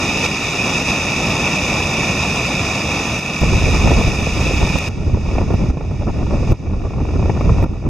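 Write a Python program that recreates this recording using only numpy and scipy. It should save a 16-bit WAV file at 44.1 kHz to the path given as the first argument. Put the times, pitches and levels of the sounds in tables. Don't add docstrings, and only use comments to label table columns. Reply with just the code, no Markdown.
import sys
import numpy as np
from scipy import signal
from scipy.fft import rfft, irfft, next_fast_len
from scipy.io import wavfile
from scipy.ndimage import uniform_filter1d, map_coordinates

SR = 44100
rng = np.random.default_rng(int(sys.argv[2]) if len(sys.argv) > 2 else 0)


def bounce(signal):
    frames = np.transpose(np.atleast_2d(signal))
    limited = np.clip(frames, -1, 1)
    pcm = np.round(limited * 32767).astype(np.int16)
    wavfile.write(sys.argv[1], SR, pcm)


N = 347949

# [t/s, level/dB]
FIZZ = [(0, -20.5), (.2, -20.5), (.267, -15.5), (.45, -17.5), (.62, -18), (.66, -16.5), (.84, -20.5),
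        (.88, -17.5), (.95, -20.5), (1.9, -20.5), (2.4, -21), (3.2, -23), (3.45, -24.5), (3.75, -22.5),
        (4.2, -25), (4.45, -23.5), (4.62, -24.5), (4.89, -25)]
# [t/s, roar level/dB, boom level/dB]
ROAR_AND_BOOM = [(0, -1, -5.5), (.35, -3, -12.5), (.65, -1.5, -8), (1.15, -3, -9), (1.25, 0.3, -4),
                 (1.5, -2, -6.5), (2.1, -.4, -2), (2.45, -1.5, -6.5), (2.7, -0.5, -1.5), (3, -.6, -8),
                 (3.4, -2.5, -4)]
# [t/s, level/dB]
FAR_SURF = [(3.41, -31), (4.9, -39), (5.15, -40), (5.35, -36), (5.65, -38.5), (5.95, -37.5), (6.53, -36),
            (7.45, -34.5), (7.64, -37), (7.89, -40.5)]
# [t/s, buffet level/dB]
WIND_STREAM = [(3.41, -18.5), (3.52, -12), (3.8, -15), (4, -13.5), (4.1, -18), (4.37, -22), (4.55, -16.5),
               (4.73, -27), (4.91, -24), (5.2, -18.5), (5.47, -15.5), (5.68, -16.5), (5.95, -14),
               (6.3, -15), (6.47, -18), (6.6, -14), (7, -13.5), (7.4, -13.5), (7.6, -13), (7.79, -17.5),
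               (7.89, -12)]
# [t/s, level above it/dB, rise and equal fall/s]
GUSTS = [(3.427, 12, 0.042), (3.85, 5, 0.084), (4.041, -4, 0.027), (4.077, 6, .03), (4.393, 5, .08),
         (4.631, 9.5, 0.029), (4.707, 6, 0.028), (4.757, 15, .04), (4.885, 8.5, 0.024), (5.0, 6, 0.047),
         (5.08, 9.5, 0.04), (5.142, 8, 0.032), (5.54, 4.5, 0.037), (5.634, 2.5, 0.035), (5.708, 9.5, 0.032),
         (5.729, -5, 0.016), (6.117, 3.5, .05), (6.247, 5, .035), (6.345, 4, 0.044), (6.421, 5.5, .04),
         (6.512, 10, .05), (6.565, -4, .035), (6.723, 8, 0.091), (6.859, 4.5, 0.035), (6.969, 7, 0.028),
         (7.025, 4.5, 0.027), (7.197, 6.5, 0.15), (7.5, 10.5, 0.051), (7.643, 5, .06), (7.674, -5, 0.022),
         (7.712, 10.5, .03), (7.872, 8.5, 0.039)]
# [t/s, level/dB, left minus right/dB]
POPS = [(3.53, -11, -2.5), (3.567, -10, 5), (3.621, -13, 4), (3.639, -12, 0), (3.687, -13, -9),
        (3.818, -14, -1), (3.84, -11.5, -9), (3.871, -1.5, 6), (3.969, -14, 12), (4.267, -9, -2),
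        (4.402, -13, 2), (4.625, -7.5, 3), (4.671, -12, -.5), (4.699, -14, -1), (4.754, -8, -4),
        (5.144, -17, 14), (5.352, -16, 5), (5.381, -5.5, -2.5), (5.411, -11.5, 5), (5.503, -11.5, -7),
        (5.539, -13, -6), (5.657, -17, -3.5), (5.77, -13.5, -2), (5.807, -14.5, -1.5), (6.077, -17.5, 4),
        (6.214, -23, .5), (6.307, -15, 3), (6.337, -19, 7), (6.473, -19, .5), (6.517, -10, 4),
        (6.664, -24, 0), (6.696, -23, 3.5), (6.732, -18, 0), (6.932, -16, 4), (6.986, -24, 2),
        (7.086, -14.5, 7), (7.192, -14, -1.5), (7.225, -14, 0), (7.295, -5, 3.5), (7.408, -8, 4),
        (7.492, -6.5, 1.5), (7.581, -12, 7), (7.639, -11.5, -1.5), (7.862, -20, 1.5)]
# [t/s, level/dB]
TICKS = [(0.2628, -31), (3.1931, -34), (3.4111, -29.5), (4.7855, -33), (4.8853, -39), (5.5383, -40),
         (5.7029, -47), (6.5191, -34), (6.5254, -39), (7.4101, -46), (7.6261, -38), (7.6385, -37)]
# [t/s, starting level/dB]
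SPRAY_DROP = (4.785, -4)
# [t/s, depth/dB]
LEVEL_DROPS = [(.268, 6.5), (3.197, 3.5), (4.787, 2.5), (5.71, 8), (6.529, 12), (7.646, 9)]

# [f/Hz, level/dB per Hz]
FIZZ_SPECTRUM = [(700, -12), (1500, -0.5), (2300, -0.5), (3300, -2.5), (4500, -6.5), (6000, -11),
                 (7500, -17.5), (9000, -23), (12000, -28.5), (15500, -34)]
FAR_SPECTRUM = [(700, -0.5), (1500, 0), (2100, 1.5), (2500, -4), (3050, -2), (3700, -6), (4500, -5),
                (6000, -11), (7500, -18.5), (9000, -25), (12000, -31), (15500, -41)]
MIST_SPECTRUM = [(6000, -20), (9000, -5), (12000, -1), (15500, -3)]
ROAR_SPECTRUM = [(60, -27), (130, 0), (200, 0), (400, -6.5), (800, -8.5), (1400, -14.5), (2500, -30)]
BOOM_SPECTRUM = [(20, -31), (40, -8), (80, -3), (150, -6), (300, -20.5)]
BUFFET_SPECTRUM = [(8.8, -37), (15, -10.5), (43, -2), (81, -0.5), (101, -3), (231, -14), (276, -17),
                   (400, -22), (520, -32.5), (880, -120)]
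FLUTTER_SPECTRUM = [(60, -20), (150, -1), (300, -2.5), (600, -5.5), (1000, -14.5), (1600, -21), (2500, -36),
                    (5000, -68)]

# [f/Hz, likeness 0 to 1]
ALIKE_SURF = [(100, .998), (500, .9995), (900, .99998), (1900, .99998), (2200, .99), (2800, .97),
              (3800, .94), (5000, .88), (7200, .9), (8000, .5), (11000, .42), (14000, .15)]
ALIKE_WIND = [(30, 1), (80, 0.95), (200, 0.77), (1200, 0.78)]
# [f/Hz, width/Hz, gain/dB]
LEFT_PORT = [(2687, 410, 21), (3118, 2300, -22.5), (3684, 310, 8), (5609, 3600, -11.5), (6133, 570, 18),
             (8600, 1800, 2.5)]
RIGHT_PORT = [(2565, 230, 24), (2867, 1460, -19), (4357, 1500, -14), (4945, 400, 9), (5979, 1600, 6),
              (11300, 2000, 4)]
NOTCHES = [(1599, 590, -29), (2073, 450, -26), (3184, 290, -22), (4164, 510, -31), (7866, 160, -13)]

WINDY_FROM_S, NEAR_UNTIL_S = 3.412, 4.887
FALL_S, RECOVERY_DB_PER_S = .008, 10
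FLUTTER_DB = -10.5
FLUTTER_FOLLOWS = 0.68
PUSH_DB = -4
FAINT_POPS, FAINT_DB, FAINT_SPREAD_DB = 24, -6.5, 3
TOP_HZ = 15700


def amp(db):
    return 10 ** (np.asarray(db) / 20)


def unit(x):
    return x / np.sqrt(np.mean(x ** 2) + 1e-20)


def along(points, hz):
    f, value = np.transpose(points)
    return np.interp(np.log(hz + 1), np.log(f + 1), value)


def curves(rows):
    s, *columns = np.transpose(rows)
    return [np.interp(np.arange(N) / SR, s, column) for column in columns]


def wobble(rate):
    knots = rng.standard_normal(int(N * rate / SR) + 4)
    return map_coordinates(knots, [np.arange(N) * rate / SR])


def filtered(x, response):
    m = next_fast_len(N + 8192, real=True)
    spectrum = rfft(x, m) * response(np.fft.rfftfreq(m, 1 / SR))
    return irfft(spectrum, m)[..., :N]


def bells(modes, f):
    chain = 1
    for centre, width, db in modes:
        band = 1j * f * width / (centre ** 2 - f ** 2 + 1j * f * width)
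        chain = chain * (1 + (amp(db) - 1) * band)
    return chain


def camera(f):
    skew = amp(-.3) * np.exp(-1j * np.clip((f - 7800) / 3400, 0, 1.5))
    left = skew * bells(LEFT_PORT, f)
    right = bells(RIGHT_PORT, f) / skew
    return bells(NOTCHES, f) * np.array([left, right])


def rush(spectrum, alike, patchy_db, lumps=1):
    noise = signal.stft(lumps * rng.standard_normal((2, N)), nperseg=512)[2]
    field = rng.standard_normal(noise.shape[1:])
    field = uniform_filter1d(uniform_filter1d(field, 8, 0), 8, 1)
    pair = signal.istft(noise * amp(patchy_db * unit(field)), nperseg=512)[1][:, :N]

    def mid_side_response(hz):
        turn = np.arccos(np.clip(along(alike, hz), -1, 1)) / 2
        shape = amp(along([(1, -120), *spectrum, (SR / 2, -120)], hz))
        return shape * np.array([np.cos(turn), np.sin(turn)])

    mid, side = filtered(pair, mid_side_response)
    return unit(filtered(np.array([mid + side, mid - side]), camera))


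def level_db():
    t = np.arange(N) / SR
    total = np.zeros(N)
    for s, depth_db in LEVEL_DROPS:
        fall = np.clip((t - s) / FALL_S + .5, 0, 1)
        total -= fall * np.maximum(depth_db - RECOVERY_DB_PER_S * (t - s), 0)
    return total


def wind_db(follows=1):
    t = np.arange(N) / SR
    gusts = sum(db * np.maximum(1 - np.abs(t - s) / span, 0) for s, db, span in GUSTS)
    return curves(WIND_STREAM)[0] + follows * gusts + level_db()


def ticks():
    out, shape = np.zeros((2, N + SR)), np.hanning(SR // 400)
    for s, db in TICKS:
        shared = rng.standard_normal(len(shape))
        own = rng.standard_normal((2, len(shape)))
        out[:, round(s * SR):][:, :len(shape)] += amp(db) * shape * (shared + .6 * own)
    return filtered(out[:, :N], lambda hz: 1 / (1 + (7000 / (hz + 1)) ** 3))


def far_surf():
    wash_db, = curves(FAR_SURF)
    wash = rush(FAR_SPECTRUM, ALIKE_SURF, patchy_db=0.6, lumps=amp(0.47 * wobble(14)))
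    return amp(wash_db + level_db()) * wash


def fine_spray():
    return amp(-58) * rush(MIST_SPECTRUM, ALIKE_SURF, patchy_db=0.0)


def spray_drop():
    out, t = np.zeros((2, N)), np.arange(SR // 100) / SR
    s, db = SPRAY_DROP
    out[0, round(s * SR):][:len(t)] = amp(db - 60 * t / .016) * rng.standard_normal(len(t))
    return filtered(out, lambda hz: camera(hz) / (1 + 1j * hz / 3000) ** 2)


def near_surf():
    fizz_db, = curves(FIZZ)
    roar_db, boom_db = curves(ROAR_AND_BOOM)
    surge = wobble(14)
    bubbles = amp(0.52 * surge + 0.26 * wobble(90) + 1.2 * wobble(600))
    falls = amp(0.46 * surge + 0.95 * wobble(40))
    fizz = rush(FIZZ_SPECTRUM, ALIKE_SURF, patchy_db=0.72, lumps=bubbles)
    roar = amp(roar_db) * rush(ROAR_SPECTRUM, ALIKE_SURF, patchy_db=0.56, lumps=falls)
    thuds = amp(1.25 * wobble(12))
    boom = amp(boom_db) * rush(BOOM_SPECTRUM, [(50, 1.0)], patchy_db=0.4, lumps=thuds)
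    return amp(fizz_db + level_db()) * (fizz + roar + boom)


def wind():
    eddies = wobble(35)
    buffet = rush(BUFFET_SPECTRUM, ALIKE_WIND, patchy_db=0.14, lumps=amp(2.1 * eddies))
    swing = uniform_filter1d(np.mean(buffet ** 2, 0), SR // 30)
    buffet = unit(buffet / (np.abs(swing) + 0.16) ** 0.18)
    each_port = np.array([wobble(80), wobble(80)])
    clumps = amp(3 * eddies + 3 * each_port + 3 * wobble(220))
    flutter = amp(FLUTTER_DB) * rush(FLUTTER_SPECTRUM, ALIKE_WIND, patchy_db=-0.1, lumps=clumps)
    return amp(wind_db()) * buffet + amp(wind_db(FLUTTER_FOLLOWS)) * flutter


def pops():
    out, t = np.zeros((2, N + SR)), np.arange(SR // 20) / SR
    chance = rng.standard_normal((FAINT_POPS, 2))
    when = rng.uniform(WINDY_FROM_S, (N - 1) / SR, FAINT_POPS)
    faint_db = wind_db()[(when * SR).astype(int)] + FAINT_DB + FAINT_SPREAD_DB * chance[:, 0]
    faint = np.c_[when, faint_db, 2.5 * chance[:, 1]]
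    for s, db, pan_db in [*POPS, *faint]:
        envelope = (1 - np.exp(-t / 0.0013)) * amp(-60 * t / 0.038)
        flap = unit(rng.standard_normal(len(t)) * envelope)
        hz = 110 * amp(rng.normal(0, 2.6))
        push = rng.choice([-1, 1]) * amp(PUSH_DB - 60 * t / 0.057) * np.sin(2 * np.pi * hz * t)
        gains = amp(db + np.array([[pan_db / 2], [-pan_db / 2]]))
        out[:, round(s * SR):][:, :len(t)] += gains * (flap + push)
    return filtered(out[:, :N], lambda hz: camera(hz) / (1 + 1j * hz / 1150) ** 4)


def scene():
    t = np.arange(N) / SR
    near = (near_surf() + fine_spray()) * (np.arange(N) < NEAR_UNTIL_S * SR)
    entry = np.clip((t - WINDY_FROM_S) / .0015, 0, 1)
    windy = entry * (far_surf() + wind())
    return near + windy + pops() + ticks() + spray_drop()


def record(dry):
    rounded = dry / (1 + np.abs(dry / .97) ** 8) ** (1 / 8)
    return filtered(rounded, lambda hz: (hz < TOP_HZ) * amp(-.025 * np.maximum(hz - 15000, 0)))


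dry = scene()
out = record(dry)
bounce(out)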